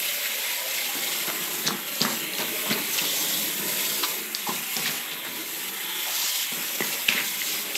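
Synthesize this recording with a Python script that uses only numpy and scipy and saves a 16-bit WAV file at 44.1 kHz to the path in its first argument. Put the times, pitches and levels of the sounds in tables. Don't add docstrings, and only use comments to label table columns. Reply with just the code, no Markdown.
import sys
import numpy as np
from scipy import signal
from scipy.fft import rfft, irfft, next_fast_len
from scipy.io import wavfile
from scipy.ndimage import uniform_filter1d, map_coordinates

SR = 44100
rng = np.random.default_rng(int(sys.argv[2]) if len(sys.argv) > 2 else 0)


def wrap_up_sound(samples):
    columns = np.atleast_2d(samples).T
    tamed = np.clip(columns, -1, 1)
    steps = np.round(tamed * 32767).astype(np.int16)
    wavfile.write(sys.argv[1], SR, steps)


N = 342657

# [t/s, peak level/dB, firmness of the heel blow over the soft push/dB]
FOOTFALLS = [(0.948, -29, -5), (1.275, -27, 18), (1.653, -22, 29), (1.678, -21, 28), (2.010, -14.5, 25),
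             (2.046, -20, 11), (2.392, -23.5, 7), (2.657, -25, 5), (2.691, -22, 25), (2.706, -18.5, 24),
             (3.011, -23.5, 10), (3.458, -37, 27), (3.592, -26, 25), (3.719, -31, 23), (3.796, -34, 23),
             (4.484, -21, 16), (4.763, -24, 11), (4.796, -26, 22), (4.886, -26.5, 20), (5.116, -35, 25),
             (6.519, -25.5, 16), (6.573, -29.5, 14), (6.804, -23, 38), (6.818, -30, 21), (7.087, -23, 21),
             (7.143, -27.5, 23)]


def amp(db):
    return 10 ** (np.asarray(db) / 20)


def unit(x):
    return x / np.sqrt(np.mean(x ** 2) + 1e-20)


def along(points, hz):
    f, value = np.transpose(points)
    return np.interp(np.log(hz + 1), np.log(f + 1), value)


def curves(rows):
    s, *columns = np.transpose(rows)
    return [np.interp(np.arange(N) / SR, s, column) for column in columns]


def wobble(rate):
    knots = rng.standard_normal(int(N * rate / SR) + 4)
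    return map_coordinates(knots, [np.arange(N) * rate / SR])


def filtered(x, response):
    m = next_fast_len(x.shape[-1] + 8192)
    spectrum = rfft(x, m) * response(np.fft.rfftfreq(m, 1 / SR))
    return irfft(spectrum, m)[..., :x.shape[-1]]


def resonance(f, hz, width_hz):
    return 1j * f * width_hz / (hz * hz - f * f + 1j * f * width_hz)


def add(track, s, sound):
    part = track[round(s * SR):][:len(sound)]
    part += sound[:len(part)]


def swells(events, rise_s, fall_s):
    out, t = np.zeros(N), np.arange(SR // 2) / SR
    for s, db, *_ in events:
        add(out, s, amp(2 * db) * (1 - np.exp(-t / rise_s)) * np.exp(-t / fall_s))
    return out


def patchy_noise(patchy_db):
    z = signal.stft(rng.standard_normal(N + 512), nperseg=512)[2]
    across_bins = uniform_filter1d(rng.standard_normal(z.shape), size=6, axis=0)
    patches = uniform_filter1d(across_bins, size=12, axis=1)
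    noise = signal.istft(z * amp(patchy_db * unit(patches)), nperseg=512)[1]
    return unit(noise[:N])


def drops(count, centre_hz, octaves, cycles, spread_db):
    u = rng.random((count, 2))
    pitch = centre_hz * 2 ** (octaves * rng.standard_normal((count, 1)))
    hz = np.clip(pitch, centre_hz / 3, SR / 3)
    k = np.arange(int(6 * cycles * SR / centre_hz))
    age = k * hz / SR / cycles
    turns = cycles * age * (1 + 0.0724 * age)
    size = np.minimum(-np.log(1 - u[:, 1:]), 3)
    envelope = np.exp(-age) * (1 - np.exp(-6 * age))
    grains = amp(spread_db * size) * envelope * np.sin(2 * np.pi * turns)
    at = (u[:, :1] * N).astype(int) + k
    return unit(np.bincount(at.ravel(), grains.ravel(), N + len(k))[:N])


def water(spectrum, grains, share, patchy_db):
    mix = np.sqrt(share) * grains + np.sqrt(1 - share) * patchy_noise(patchy_db)
    return unit(filtered(mix, lambda hz: amp(along(spectrum, hz))))


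def room(x):
    # [f/Hz, time to fall 60 dB/s]
    decay = [(150, 0.57), (1000, 0.4), (5000, 0.21), (14000, 0.085)]
    hz, t, z = signal.stft(rng.standard_normal(SR // 2), SR, nperseg=256)
    tail = signal.istft(z * amp(-60 * t / along(decay, hz)[:, None]), SR, nperseg=256)[1]
    late = np.pad(x, (400, 0))
    return signal.fftconvolve(late, tail / np.linalg.norm(tail))[:N]


def near_walls(x, echo_db):
    out, hop, t = np.zeros(N), SR // 3, np.arange(SR // 10) / SR
    for start in range(-hop, N, hop):
        first = max(start, 0)
        window = np.sqrt(np.hanning(2 * hop))[max(-start, 0):]
        piece = x[first:start + 2 * hop]
        faded = piece * window[:len(piece)] ** 1.745
        echoes = rng.standard_normal(len(t)) * amp(-60 * t / 0.099) * (t > .002)
        path = amp(echo_db) * echoes / np.linalg.norm(echoes)
        path[0] = 1
        add(out, first / SR, signal.fftconvolve(faded, path / np.linalg.norm(path)))
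    return out


def shower():
    # [t/s, jet hiss level/dB, spatter level/dB]
    swing = [(0.0, -31, -32.5), (0.3, -33.5, -33), (0.82, -33, -33.5), (1.34, -32.5, -36.5),
             (1.86, -33.5, -39.5), (2.29, -32, -35), (2.94, -31.5, -34), (3.18, -31.5, -36),
             (3.42, -31.5, -36), (3.94, -31, -35.5), (4.26, -33, -39), (4.8, -32, -37), (5.04, -35, -37),
             (5.22, -36, -39.5), (5.82, -34, -39), (6.14, -33, -36.5), (7.44, -33, -35.5), (7.77, -34, -37)]
    # [t/s, fizz level/dB]
    burst = [(0, -35.5), (1.0, -34), (1.2, -33.5), (1.33, -37.5), (1.62, -37.5), (1.76, -50), (1.99, -38.5),
             (2.2, -39.5), (2.31, -53), (2.38, -40), (2.92, -37), (2.935, -31), (3.43, -31), (3.55, -38),
             (3.8, -32), (4.1, -34), (4.28, -48), (4.65, -40), (4.74, -38), (4.98, -36), (5.0, -42),
             (5.22, -50), (5.36, -40.5), (5.9, -42.5), (6.1, -34.5), (6.16, -29.5), (6.43, -31),
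             (6.48, -38.5), (6.95, -34), (7.06, -40), (7.52, -32), (7.77, -43)]
    # [t/s, centre f/Hz, level/dB]
    song = [(0, 3236, -47), (1.24, 3283, -41), (1.32, 3316, -50), (2.3, 2903, -38.5), (2.38, 3100, -49),
            (2.68, 3310, -37), (2.8, 3310, -50), (3.1, 3390, -33.5), (3.2, 3385, -46), (3.35, 3590, -33),
            (3.5, 3506, -51), (3.9, 3350, -37.5), (4.25, 3465, -56), (4.62, 2994, -45), (4.7, 2870, -37),
            (4.8, 3290, -42), (5.6, 3395, -50.5), (5.95, 3323, -36), (6.15, 3200, -39.5),
            (6.44, 3135, -35.5), (6.55, 3400, -46.5), (7.08, 3404, -48), (7.31, 3510, -43),
            (7.77, 3360, -47)]
    # [t/s, level before its swell/dB]
    splashes = [(1.655, -36), (2.005, -31.5), (2.05, -38), (2.335, -39), (4.349, -37), (4.47, -34),
                (4.765, -39), (7.088, -38), (7.75, -28)]
    # [f/Hz, relative level/dB]
    spatter_colour = [(880, -24), (1500, -12), (1900, -9.5), (2100, -2), (2300, -6), (2680, -5),
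                      (3270, -8.5), (4070, -6.5), (4800, -28), (6240, -47), (10600, -120)]
    fizz_colour = [(2120, -18.5), (3600, -4), (4110, -6), (6270, -8.5), (6930, -7.5), (7530, -6),
                   (8000, -10.5), (10400, -29), (17600, -120)]
    jet_colour = [(3820, -18), (6500, -10), (7470, -6.5), (7610, -3), (8000, -6), (9770, -11.5),
                  (10700, -7), (12100, 0.5), (15100, -10.5), (16800, -22)]

    jet_db, spatter_db = curves(swing)
    sing_hz, sing_db = curves(song)
    fizz_db, = curves(burst)
    flow = 0.81 * wobble(14.0) + 2.0 * wobble(70)

    spatter_drops = drops(count=12000, centre_hz=2536, octaves=0.408, cycles=3.86, spread_db=2.5)
    spatter = water(spatter_colour, spatter_drops, share=0.088, patchy_db=3.0)
    fizz_drops = drops(count=20000, centre_hz=5560, octaves=0.375, cycles=3.7, spread_db=2.0)
    fizz = water(fizz_colour, fizz_drops, share=0.15, patchy_db=3.2)
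    jet_drops = drops(count=30000, centre_hz=11150, octaves=0.46, cycles=0.75, spread_db=2.0)
    jets = water(jet_colour, jet_drops, share=0.28, patchy_db=2.0)
    turn = np.exp(2j * np.pi * np.cumsum(sing_hz) / SR)
    singing = unit(wobble(750) * turn.real + wobble(750) * turn.imag)

    fizz_gain = np.sqrt(amp(2 * fizz_db) + swells(splashes, rise_s=0.002, fall_s=0.068))
    near = amp(spatter_db + 0.41 * flow) * spatter
    near += amp(sing_db + 1.0 * wobble(6.5) + 0.18 * flow) * singing
    near += amp(0.53 * flow) * fizz_gain * fizz
    jet_swing_db = 0.28 * (fizz_db - fizz_db.mean())
    return near_walls(near, echo_db=-9.0) + amp(jet_db + jet_swing_db + 0.29 * flow) * jets


def soak():
    # [t/s, gurgle level/dB, slosh level/dB, drumming level/dB]
    wetness = [(0.0, -48, -45.5, -47), (0.5, -45, -43.5, -56), (1.45, -40, -48.5, -40.5),
               (2.14, -43, -50, -41.5), (2.62, -42.5, -44, -40.5), (2.92, -42.5, -50, -41.5),
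               (3.2, -45.5, -43, -38.5), (4.0, -42, -47, -38.5), (4.26, -45, -53, -44.5),
               (4.74, -43.5, -53, -55), (5.02, -41, -50, -48), (5.3, -45.5, -49, -42),
               (6.17, -41, -56, -48.5), (6.49, -45, -63, -53), (6.82, -43.5, -42, -49),
               (7.36, -45.5, -56, -44.5), (7.77, -45, -44, -40)]
    # [f/Hz, relative level/dB]
    gurgle_colour = [(400, -44), (680, -17.5), (797, -1), (890, -4), (973, 0.5), (1060, -4.5), (1440, -3.5),
                     (1590, -5.5), (1800, 1.5), (2340, -7.5), (3960, -120)]
    drum_colour = [(35, -76), (60, -46), (97, -30), (146, -8), (197, -3), (253, -7.5), (318, -3), (462, -8),
                   (500, -49), (650, -26), (1100, -120)]

    gurgle_db, slosh_db, drum_db = curves(wetness)
    tread = swells(FOOTFALLS, rise_s=0.0046, fall_s=0.049)

    def surging(steady_db, tread_db):
        return np.sqrt(amp(2 * steady_db) + amp(2 * tread_db) * tread)

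    bubbles = drops(count=2500, centre_hz=1091, octaves=0.415, cycles=3.2, spread_db=2.5)
    gurgle = water(gurgle_colour, bubbles, share=0.069, patchy_db=2.0)
    slosh = unit(filtered(patchy_noise(patchy_db=2.0), lambda hz: resonance(hz, 569, 186) ** 2))
    drumming = unit(filtered(patchy_noise(patchy_db=2.0), lambda hz: amp(along(drum_colour, hz))))
    pile = surging(gurgle_db, -16.5) * gurgle + surging(slosh_db, -28) * slosh
    hollow = surging(drum_db + 1.0 * wobble(10), -14.5) * drumming
    return near_walls(pile, echo_db=-1.0) + near_walls(hollow, echo_db=-4.0)


def squelches():
    # [t/s, level/dB rms, centre f/Hz, width of each of two resonances/centre f, hold/s]
    squeezes = [(1.272, -32.5, 890, 3.2, 0.029), (1.651, -37, 4000, 1.2, 0.012),
                (1.665, -24, 4600, 1.5, 0.013), (1.695, -32, 1200, 1.2, 0.017),
                (2.004, -30, 3450, 0.65, 0.026), (2.054, -37, 1520, 1.5, 0.039),
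                (2.379, -33, 3000, 3, 0.035), (2.697, -29.5, 2330, 2, 0.032),
                (2.977, -26, 3630, 2.1, 0.013), (4.027, -28.5, 1220, 0.51, 0.017),
                (4.029, -26, 3500, 0.87, 0.017), (4.465, -30, 880, 0.2, 0.02),
                (4.488, -30.5, 1010, 0.22, 0.024), (4.84, -35, 3800, 0.58, 0.043),
                (4.854, -30, 2500, 1.6, 0.041), (5.114, -35, 3100, 0.73, 0.021),
                (5.246, -36.5, 1500, 1.8, 0.03), (6.064, -39, 760, 0.7, 0.032),
                (7.091, -27, 2630, 1.6, 0.011), (7.095, -29.5, 2280, 0.81, 0.12)]
    out, t = np.zeros(N), np.arange(SR // 4) / SR
    for s, db, hz, width, hold in squeezes:
        bursts = unit(uniform_filter1d(rng.standard_normal(len(t)), size=40))
        crackle = rng.standard_normal(len(t)) * amp(3.5 * bursts)
        band = filtered(crackle, lambda f: resonance(f, hz, hz * width) ** 2 / (1 + (f / 8500) ** 6))
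        shape = (1 - np.exp(-t / 0.00081)) * np.exp(-np.maximum(t - hold, 0) / 0.008)
        add(out, s, amp(db) * shape * band / np.std(band[t < hold]))
    return out


def smacks(rows, rise_s):
    out, t = np.zeros(N), np.arange(SR // 16) / SR
    for s, db, hz, t60 in rows:
        rise = min(rise_s, 0.3 * t60)
        swell = np.sin(np.pi / 2 * np.minimum(t / rise, 1)) ** 2
        late = np.maximum(t - rise, 0)
        pop = swell * amp(-60 * late / t60) * np.sin(2 * np.pi * hz * t)
        noise = rng.standard_normal(len(t))
        crack = unit(filtered(noise, lambda f: resonance(f, hz, 0.57 * hz) / (1 + (f / 8500) ** 6)))
        smack = pop + amp(-17 - 60 * t / .03) * crack * (1 - np.exp(-t / 0.00037))
        add(out, s, amp(db) * smack / np.abs(smack).max())
    return out


def steps():
    # [f/Hz, width/Hz, level/dB]
    modes = [(159.6, 43, 3), (235.4, 22, 3), (308, 89, -7), (430, 1300, -12.5)]
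    out, t = np.zeros(N), np.arange(SR // 4) / SR

    def sole(f):
        boot = sum((-1) ** k * amp(db) * resonance(f, hz, w) for k, (hz, w, db) in enumerate(modes))
        return boot * (1j * f / (1j * f + 120)) ** 2

    for s, db, firm_db in FOOTFALLS:
        blow = amp(firm_db - 60 * t / 0.0042) * (1 - np.exp(-t / 0.00055))
        push = amp(-60 * t / 0.23) * (1 - np.exp(-t / 0.0034)) * rng.standard_normal(len(t))
        thud = filtered(blow + push, sole)
        add(out, s, amp(db) * thud / np.abs(thud).max())
    return out


def scene():
    # [t/s, peak level/dB, pocket f/Hz, time to fall 60 dB/s]
    wet_soles = [(0.952, -26, 269, 0.099), (1.6684, -23, 4000, .007), (1.676, -12, 4220, 0.0027),
                 (1.6752, -13, 6230, 0.0028), (1.6814, -14, 1439, 0.0031), (1.6847, -18, 3600, 0.005),
                 (1.9544, -25, 5300, .006), (2.0032, -19, 4200, 0.008), (2.0058, -24, 6560, .007),
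                 (2.0157, -4, 4750, 0.0029), (2.0497, -17, 1770, .007), (2.0500, -15, 1190, 0.012),
                 (2.0513, -24, 332, 0.03), (2.0492, -26, 6258, .005), (2.1032, -27, 5000, .006),
                 (2.335, -18.5, 3960, .004), (2.351, -19, 3300, 0.0086), (2.3835, -18, 2780, 0.0054),
                 (2.409, -23, 756, 0.012), (2.410, -20, 3620, .003), (2.4205, -20, 4000, .006),
                 (2.7015, -14, 3240, 0.0053), (2.7075, -18, 2100, .01), (2.7107, -18, 230, 0.032),
                 (2.7265, -22, 2180, 0.011), (2.732, -20, 4440, 0.0048), (2.938, -24, 5800, .005),
                 (2.9794, -22, 2980, 0.0053), (2.988, -14.5, 2720, .007), (2.993, -14, 2740, .006),
                 (4.0320, -20, 1250, 0.0095), (4.0385, -16, 3900, 0.0072), (4.859, -19.5, 1820, 0.013),
                 (6.8053, -18, 2000, 0.013), (6.8050, -19, 905, 0.0085), (6.8060, -17.5, 350, 0.032),
                 (6.8210, -15, 2010, 0.013), (7.0838, -10, 2980, .012), (7.0864, -14, 2900, .004),
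                 (7.0878, -3, 2600, 0.007), (7.0882, -11, 3600, .005), (7.0876, -14, 1800, .005),
                 (7.1234, -14, 2300, 0.0071), (7.1781, -13, 2010, 0.011), (7.4172, -18, 3000, .003),
                 (7.417, -17, 2054, 0.012), (7.75, -21, 3550, 0.0055), (7.7548, -11, 2640, 0.003)]
    edge_ticks = [(2.7268, -14, 4400, .005), (4.3490, -7.5, 4600, .0045), (4.7666, -12, 5500, .004),
                  (4.7669, -17, 3600, .004), (7.0878, -16, 7300, .004)]
    wet = smacks(wet_soles, rise_s=0.00114) + squelches()
    wet += smacks(edge_ticks, rise_s=0.0001)
    heavy = steps()
    echoes = amp(-13) * room(wet) + amp(-7) * room(heavy)
    mono = shower() + soak() + echoes + wet + heavy
    return np.array([mono, mono])


def record(dry):
    bass_cut = lambda hz: (1j * hz / (1j * hz + 110)) ** 4
    return filtered(filtered(dry, bass_cut), lambda hz: hz < 15750)


dry = scene()
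out = record(dry)
wrap_up_sound(out)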